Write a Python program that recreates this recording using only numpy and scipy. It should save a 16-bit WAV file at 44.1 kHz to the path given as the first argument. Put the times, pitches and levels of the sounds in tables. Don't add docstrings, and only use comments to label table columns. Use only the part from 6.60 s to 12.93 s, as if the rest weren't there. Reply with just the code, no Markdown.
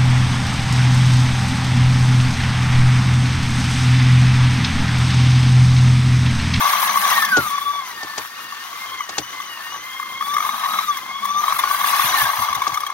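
import sys
import numpy as np
from scipy import signal
from scipy.fft import rfft, irfft, next_fast_len
from scipy.io import wavfile
from scipy.ndimage import uniform_filter1d, map_coordinates

SR = 44100
rng = np.random.default_rng(int(sys.argv[2]) if len(sys.argv) > 2 else 0)


def wav_record(signal):
    frames = np.transpose(np.atleast_2d(signal))
    bounded = np.clip(frames, -1, 1)
    quanta = np.round(bounded * 32767).astype(np.int16)
    wavfile.write(sys.argv[1], SR, quanta)


N = 279153

# time in seconds, bar ring in dB, clatter and hiss in dB.
CHAIN_LEVELS = [(0.0, -18, -24), (0.4, -26, -27.5), (0.51, -20.5, -21.5), (0.66, -28.5, -30),
                (0.97, -31.5, -37.5), (1.23, -33, -40), (3.28, -36, -42), (3.63, -33.5, -41),
                (3.83, -29.5, -36), (4.14, -27, -32.5), (4.3, -34.5, -37), (4.57, -33, -42.5),
                (4.9, -27.5, -33.5), (5.09, -26, -29), (5.55, -23, -23), (5.7, -24, -29.5),
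                (6.01, -26.5, -36.5), (6.2, -29.5, -43), (6.33, -32.5, -46)]
# frequency in Hz, width in Hz, gain in dB.
BAR_MODES = [(807, 403, -8), (1136.3, 66.3, 5.5), (1708, 160, -3), (1730, 138, -2.5), (2138, 64, -8),
             (3372, 63, -11), (3920, 105, -15.5), (4900, 94, -20), (5775, 71, -15.5), (6210, 210, -20)]
# frequency in Hz, gain in dB.
CLATTER_SPECTRUM = [(400, -25), (700, -31.5), (1200, -3.5), (2600, -15.5), (3500, -12), (4900, -17),
                    (6200, -17), (8000, -28), (11000, -30.5)]
# frequency in Hz, gain in dB.
HISS_SPECTRUM = [(6000, -15), (7000, 3.5), (7900, -6), (9400, 5.5), (10300, 1), (11200, 9), (13000, 8.5),
                 (15600, 9.5)]
# time in seconds, level in dB.
HUM_LEVELS = [(0, -52), (.7, -46.5), (1.1, -61), (3.45, -61.5), (3.87, -49), (4.4, -52.5), (4.55, -54),
              (4.74, -44.5), (5.08, -68), (5.25, -45.5), (5.5, -62), (6.33, -87)]
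# time in seconds, mesh pitch in Hz, whine in dB.
GEAR_MESH = [(0.46, 2014, -33), (0.53, 1925, -20), (0.61, 1800, -20), (0.7, 1610, -13), (0.84, 1287, -13),
             (0.9, 1135, -25.5), (1.18, 1138, -25), (1.21, 1075, -26), (1.28, 998, -22), (1.374, 906, -22),
             (1.564, 868, -26), (1.66, 915, -42), (1.8, 930, -40), (1.98, 893, -26), (2.104, 1023, -42.5),
             (2.356, 1061, -17), (2.504, 902, -40), (2.784, 1049, -28), (3.0, 878, -31.5),
             (3.266, 1052, -30), (3.542, 1053, -24), (3.7, 1158, -20), (3.78, 1164, -37.5),
             (3.9, 1228, -22), (4.226, 1297, -19.5), (4.39, 1016, -26), (4.8, 1189, -24), (4.86, 1253, -18),
             (4.96, 1350, -26.5), (5.52, 1980, -34), (5.6, 1733, -19), (5.67, 1602, -16), (5.76, 1510, -47),
             (6.33, 792, -74)]
# multiple of the mesh pitch, gain in dB.
MESH_OVERTONES = [(2, -13), (3.05, -9.5), (4.099, -13), (5.1, -9), (6.1, -11.5)]
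# time in seconds, added gain in dB.
THIRD_PARTIAL_FADE = [(1.17, 5), (1.24, 0), (1.62, -12), (1.8, 6)]
# frequency in Hz, width in Hz, gain in dB.
CASE_MODES = [(1165, 74.5, 4.5), (1543, 330, -2), (1767, 177, 1), (2088, 150, 2), (2900, 120, -7),
              (3475, 370, -8.5), (3860, 200, -9.5), (4490, 710, -14), (6010, 190, -3)]
# time in seconds, relative level in dB.
CHAIN_SLAPS = [(0.0525, -8), (0.0765, -12), (0.1345, -5.5), (0.2134, -17), (0.2394, -10), (0.2938, -7.5),
               (0.3572, -7.5), (0.3716, -6.5), (0.4501, -17), (0.5306, -12), (0.5841, -19), (0.622, -8),
               (0.6874, -12), (0.9818, -13), (1.5359, -19.5), (1.923, -19), (2.406, -11.5), (2.801, -17),
               (3.398, -13), (3.4282, -17), (3.6091, -14), (3.624, -12), (3.7661, -5), (3.7821, -8),
               (3.804, -8.5), (3.8243, -11), (3.849, -9), (3.8907, -8.5), (4.0358, -10.5), (4.046, -15),
               (4.0588, -8.5), (4.1414, -10), (4.1878, -5.5), (4.653, -9), (4.8379, -10), (4.881, -5.5),
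               (4.9229, -6), (4.9634, -12), (4.996, -10.5), (5.037, -4), (5.0738, -16), (5.111, -8),
               (5.1452, -11), (5.211, -12), (5.2426, -6.5), (5.396, -4), (5.4238, -15), (5.5115, -10),
               (5.5407, -7), (5.601, -8.5), (5.6412, -17), (5.6996, -13), (5.7328, -10.5), (5.8443, -12.5),
               (5.8863, -10.5), (5.9278, -8.5), (6.019, -6.5), (6.0673, -8.5), (6.119, -14), (6.1734, -8),
               (6.2345, -11), (6.3002, -12.5)]
# time in seconds, relative level in dB.
CHAIN_TICKS = [(0.621, -13), (0.648, -10.5), (0.902, -19.5), (3.739, -14), (3.993, -21.5), (4.37, -15.5),
               (4.649, -17.5), (4.99, -7.5), (5.618, -15.5), (5.824, -18), (5.949, -11), (6.039, -22),
               (6.142, -14), (6.204, -17.5), (6.265, -17)]
# start in seconds, relative level in dB, hollow ring offset
# in dB, crack offset in dB.
HOUSING_KNOCKS = [(0.769, -33, 7.5, 13.5), (1.431, -41, -6.5, 8.5), (1.58, -36.5, -10, 12),
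                  (2.493, -45, -8, 17), (2.582, -33, -5, 13.5), (6.077, -39.5, -11, 12.5)]
# frequency in Hz, gain in dB, T60 in seconds.
BARK_MODES = [(670, -5, 0.098), (785, 12, 0.036)]
# frequency in Hz, gain in dB, T60 in seconds.
HOLLOW_MODES = [(78, 8, 0.18), (127.6, 6, 0.21), (308, 16.5, 0.094), (452, 18, 0.046)]
# frequency in Hz, gain in dB.
WIND_SPECTRUM = [(30, 6), (90, 2.5), (200, -7), (300, -0.5), (600, -5), (900, -36)]
# start in seconds, relative level in dB.
WIND_PUFFS = [(4.92, -55), (5.436, -49.5), (5.618, -46), (5.788, -49), (5.901, -52), (5.964, -53.5),
              (6.111, -57)]
# frequency in Hz, share of power common to both ports.
PORT_COHERENCE = [(40, .15), (80, .45), (200, .85), (1200, .88), (2500, .55), (5000, .3), (9000, .12)]
# frequency in Hz, left minus right in dB.
PORT_BALANCE = [(200, 1.5), (600, -4.5), (1170, 6), (1600, 0), (2700, 1.5), (6400, 7), (9800, 13),
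                (15000, 1.5)]
# frequency in Hz, left lead in radians.
PORT_PHASE = [(300, 0.17), (600, 0.14), (1200, 1.23), (2400, 0.97), (3600, 1.84)]

FFT_SIZE = next_fast_len(N + SR // 2)
BINS_HZ = np.fft.rfftfreq(FFT_SIZE, 1 / SR)


def amp(db):
    return 10 ** (np.asarray(db) / 20)


def unit(x):
    return x / np.sqrt(np.mean(x ** 2) + 1e-20)


def per_bin(rows):
    hz, values = np.transpose(rows)
    return np.interp(np.log(BINS_HZ + 1), np.log(hz + 1), values)


def curves(rows):
    times_s, *columns = np.transpose(rows)
    return [np.interp(np.arange(N) / SR, times_s, column) for column in columns]


def wobble(rate_hz):
    knots = rng.standard_normal(int(N * rate_hz / SR) + 4)
    return map_coordinates(knots, [np.arange(N) * rate_hz / SR])


def filtered(x, response):
    return irfft(rfft(x, FFT_SIZE) * response, FFT_SIZE)[..., :N]


def resonance(centre_hz, width_hz):
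    loss = 1j * BINS_HZ * width_hz
    return loss / (centre_hz ** 2 - BINS_HZ ** 2 + loss)


def port_noise(envelope, response=1):
    common, *own = rfft(envelope * rng.standard_normal((3, N)), FFT_SIZE)
    share = per_bin(PORT_COHERENCE)
    spectrum = np.sqrt(share) * common + np.sqrt(1 - share) * np.array(own)
    return irfft(response * spectrum, FFT_SIZE)[:, :N]


def bursts(starts_s, levels_db, t60_s, smooth_hz):
    impulses = np.bincount((starts_s * SR).astype(int), amp(levels_db), N)[:N]
    decays = signal.lfilter([1], [1, -amp(-60 / (t60_s * SR))], impulses)
    return uniform_filter1d(decays, size=SR // smooth_hz)


def link_contacts(rate_hz, spread_db, t60_s):
    count = int(rate_hz * N / SR)
    starts_s = rng.random(count) * (N - 1) / SR
    levels_db = spread_db * np.clip(rng.standard_normal(count), -2, 2)
    return unit(bursts(starts_s, levels_db, t60_s, smooth_hz=500))


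def jingle(rate_hz, low_hz, high_hz, cycles, spread_db):
    pitch, strength, start, pan = np.hsplit(rng.random((int(rate_hz * N / SR), 4)), 4)
    hz = low_hz * (high_hz / low_hz) ** pitch
    t = np.arange(SR // 80) / SR
    rings = amp(spread_db * strength) * np.sin(2 * np.pi * hz * t) * hz * t * np.exp(-hz * t / cycles)
    samples = ((start * N).astype(int) + np.arange(len(t))).ravel()
    sides = np.cos(np.pi * pan), np.sin(np.pi * pan)
    return unit(np.array([np.bincount(samples, (rings * side).ravel(), N)[:N] for side in sides]))


def bar_ring(level_db, flutter_db):
    steady = np.interp(level_db, [-34, -24], [.3, 1.5])
    drive = (link_contacts(rate_hz=200, spread_db=2, t60_s=.03) + steady) * amp(.8 * flutter_db)
    bar = sum((-1) ** k * amp(db) * resonance(hz, width) for k, (hz, width, db) in enumerate(BAR_MODES))
    low_cut = 1 / (1 + (620 / (BINS_HZ + 1)) ** 8)
    return amp(level_db) * unit(port_noise(drive, bar * low_cut))


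def link_clatter(level_db, flutter_db):
    steady = np.interp(level_db, [-40, -30], [2.5, .6])
    rattle = unit(port_noise(link_contacts(rate_hz=300, spread_db=4, t60_s=.012) + steady))
    rattle += .45 * jingle(rate_hz=800, low_hz=1500, high_hz=7000, cycles=18, spread_db=6)
    clatter = filtered(rattle * amp(flutter_db + .4 * wobble(6)), amp(per_bin(CLATTER_SPECTRUM)))
    treble_rms = np.std(filtered(clatter, BINS_HZ > 2500))
    return amp(level_db) * clatter / treble_rms


def fan_and_chips(level_db, flutter_db):
    air = unit(port_noise(1))
    jingle_gain = np.interp(level_db, [-42, -32], [.2, .45])
    air += jingle_gain * jingle(rate_hz=500, low_hz=8000, high_hz=15500, cycles=40, spread_db=9)
    surges = amp(flutter_db + 2.4 * wobble(24))
    return amp(level_db) * unit(filtered(air * surges, amp(per_bin(HISS_SPECTRUM))))


def running_chain():
    ring_db, noise_db = curves(CHAIN_LEVELS)
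    flutter_db = np.clip(wobble(14), -2, 1.3)
    ring = bar_ring(ring_db, flutter_db)
    return ring + link_clatter(noise_db, flutter_db) + fan_and_chips(noise_db, flutter_db)


def housing_hum(centre_hz=205, half_width_hz=35):
    band = 1 / (1 + ((BINS_HZ - centre_hz) / half_width_hz) ** 2)
    return amp(curves(HUM_LEVELS)[0]) * unit(port_noise(amp(2.9 * wobble(20)), band))


def tooth_contact(depth_db, rate_hz):
    return amp(depth_db * np.clip(wobble(rate_hz), -3, 1))


def gear_whine(mesh_per_throb=11, overtone_db_per_db=.39):
    mesh_hz, whine_db = curves(GEAR_MESH)
    jitter = 1 + .007 * wobble(30) + .007 * wobble(150)
    phase = 2 * np.pi * np.cumsum(mesh_hz * jitter) / SR
    throb = 1 + .15 * np.cos(phase / mesh_per_throb + wobble(24))
    tone = amp(-1.5) * tooth_contact(depth_db=5.5, rate_hz=55) * np.sin(phase)
    lag_db = (overtone_db_per_db - 1) * (whine_db + 22)
    fade_db = curves(THIRD_PARTIAL_FADE)[0]
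    for multiple, db in MESH_OVERTONES:
        gain = amp(db + lag_db + fade_db * (round(multiple) == 3))
        gain *= tooth_contact(depth_db=5.2, rate_hz=60)
        tone += gain * np.sin(multiple * (phase + .22 * wobble(300)))
    case = sum(amp(db) * resonance(hz, width) ** 2 for hz, width, db in CASE_MODES)
    return filtered(np.sqrt(2) * amp(whine_db) * throb * tone, case)


def strike_bar(events, tilt_db_per_octave, rise_s, damping):
    out, t = np.zeros(N + SR), np.arange(SR // 22) / SR
    hz, width_hz, mode_db = np.transpose(BAR_MODES)
    mode_db = mode_db + tilt_db_per_octave * np.log2(hz / 1000)
    mode_db -= mode_db.max()
    attack = 1 - np.exp(-(t / rise_s) ** 2)
    envelopes = attack[:, None] * np.exp(-np.pi * damping * np.outer(t, width_hz))
    for time_s, db in events:
        size, detune, phase = rng.standard_normal((3, len(hz)))
        gains = amp(db + mode_db + 2.2 * size * (mode_db < 0))
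        modes = np.sin(2 * np.pi * (np.outer(t, hz * (1 + .033 * detune)) + phase))
        out[round((time_s - rise_s / 3) * SR):][:len(t)] += (envelopes * modes) @ gains
    return out[:N]


def chain_slaps():
    return 4.5 * strike_bar(CHAIN_SLAPS, tilt_db_per_octave=-1.43, rise_s=.004, damping=1.6)


def chip_spray():
    chips = jingle(rate_hz=350, low_hz=2000, high_hz=15000, cycles=30, spread_db=5)
    chips += rng.standard_normal((2, N))
    tick_s, tick_db = np.transpose(CHAIN_TICKS)
    slap_s, slap_db = np.transpose(CHAIN_SLAPS)
    envelope = bursts(tick_s + .0016, tick_db - 6.5, t60_s=.031, smooth_hz=70)
    envelope += bursts(slap_s + .0018, slap_db - 24, t60_s=.031, smooth_hz=300)
    mid_band = (BINS_HZ > 1500) * (BINS_HZ < 7000)
    return filtered(envelope * chips, .45 * mid_band + amp(per_bin(HISS_SPECTRUM) - 5))


def chain_ticks():
    return 1.23 * strike_bar(CHAIN_TICKS, tilt_db_per_octave=5.5, rise_s=.00279, damping=.85)


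def wood_ring(modes, t):
    return sum(amp(db + rng.normal(0, .67) - 60 * t / t60_s)
               * np.sin(2 * np.pi * hz * rng.normal(1, .025) * t) for hz, db, t60_s in modes)


def housing_knocks():
    rings, t = np.zeros(N + SR), np.arange(SR // 5) / SR
    swell = 1 - np.exp(-t / .0077)
    for start_s, db, hollow_db, _ in HOUSING_KNOCKS:
        bark = amp(db + 5.5) * wood_ring(BARK_MODES, t)
        hollow = amp(db + hollow_db) * swell * wood_ring(HOLLOW_MODES, t)
        rings[round(start_s * SR):][:len(t)] += bark + hollow
    start_s, db, hollow_db, crack_db = np.transpose(HOUSING_KNOCKS)
    thuds = bursts(start_s + .0089, db + hollow_db + 29, t60_s=.1, smooth_hz=60)
    cracks = bursts(start_s, db + crack_db + 10, t60_s=.048, smooth_hz=200)
    dull = BINS_HZ / (BINS_HZ + 200) / (1 + (BINS_HZ / 700) ** 4)
    bright = BINS_HZ / 5500 * np.exp(-(BINS_HZ / 7000) ** 3) + .75 * (BINS_HZ < 7000)
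    return rings[:N] + port_noise(thuds, dull) + port_noise(cracks, bright)


def wind(buffet_db=-51):
    buffet = unit(port_noise(amp(4 * wobble(14)), amp(per_bin(WIND_SPECTRUM))))
    start_s, db = np.transpose(WIND_PUFFS)
    puffs = bursts(start_s + .0013, db + 47.5, t60_s=.17, smooth_hz=60)
    bass = BINS_HZ / 90 / (1 + (BINS_HZ / 110) ** 4)
    return amp(buffet_db) * buffet + port_noise(puffs, bass)


def scene():
    saw = gear_whine() + running_chain() + housing_hum()
    impacts = chip_spray() + chain_slaps() + chain_ticks() + housing_knocks()
    left = amp(per_bin(PORT_BALANCE) / 2) * np.exp(.5j * per_bin(PORT_PHASE))
    return filtered(saw + impacts + wind(), np.array([left, 1 / left]))


def record(dry):
    ceiling, bass_hz, top_hz = .85, 60, 15800
    rounded = dry / (1 + (dry / ceiling) ** 4) ** .25
    high_pass = (1j * BINS_HZ / (bass_hz + 1j * BINS_HZ)) ** 4
    return filtered(rounded, high_pass * (BINS_HZ < top_hz))


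dry = scene()
out = record(dry)
wav_record(out)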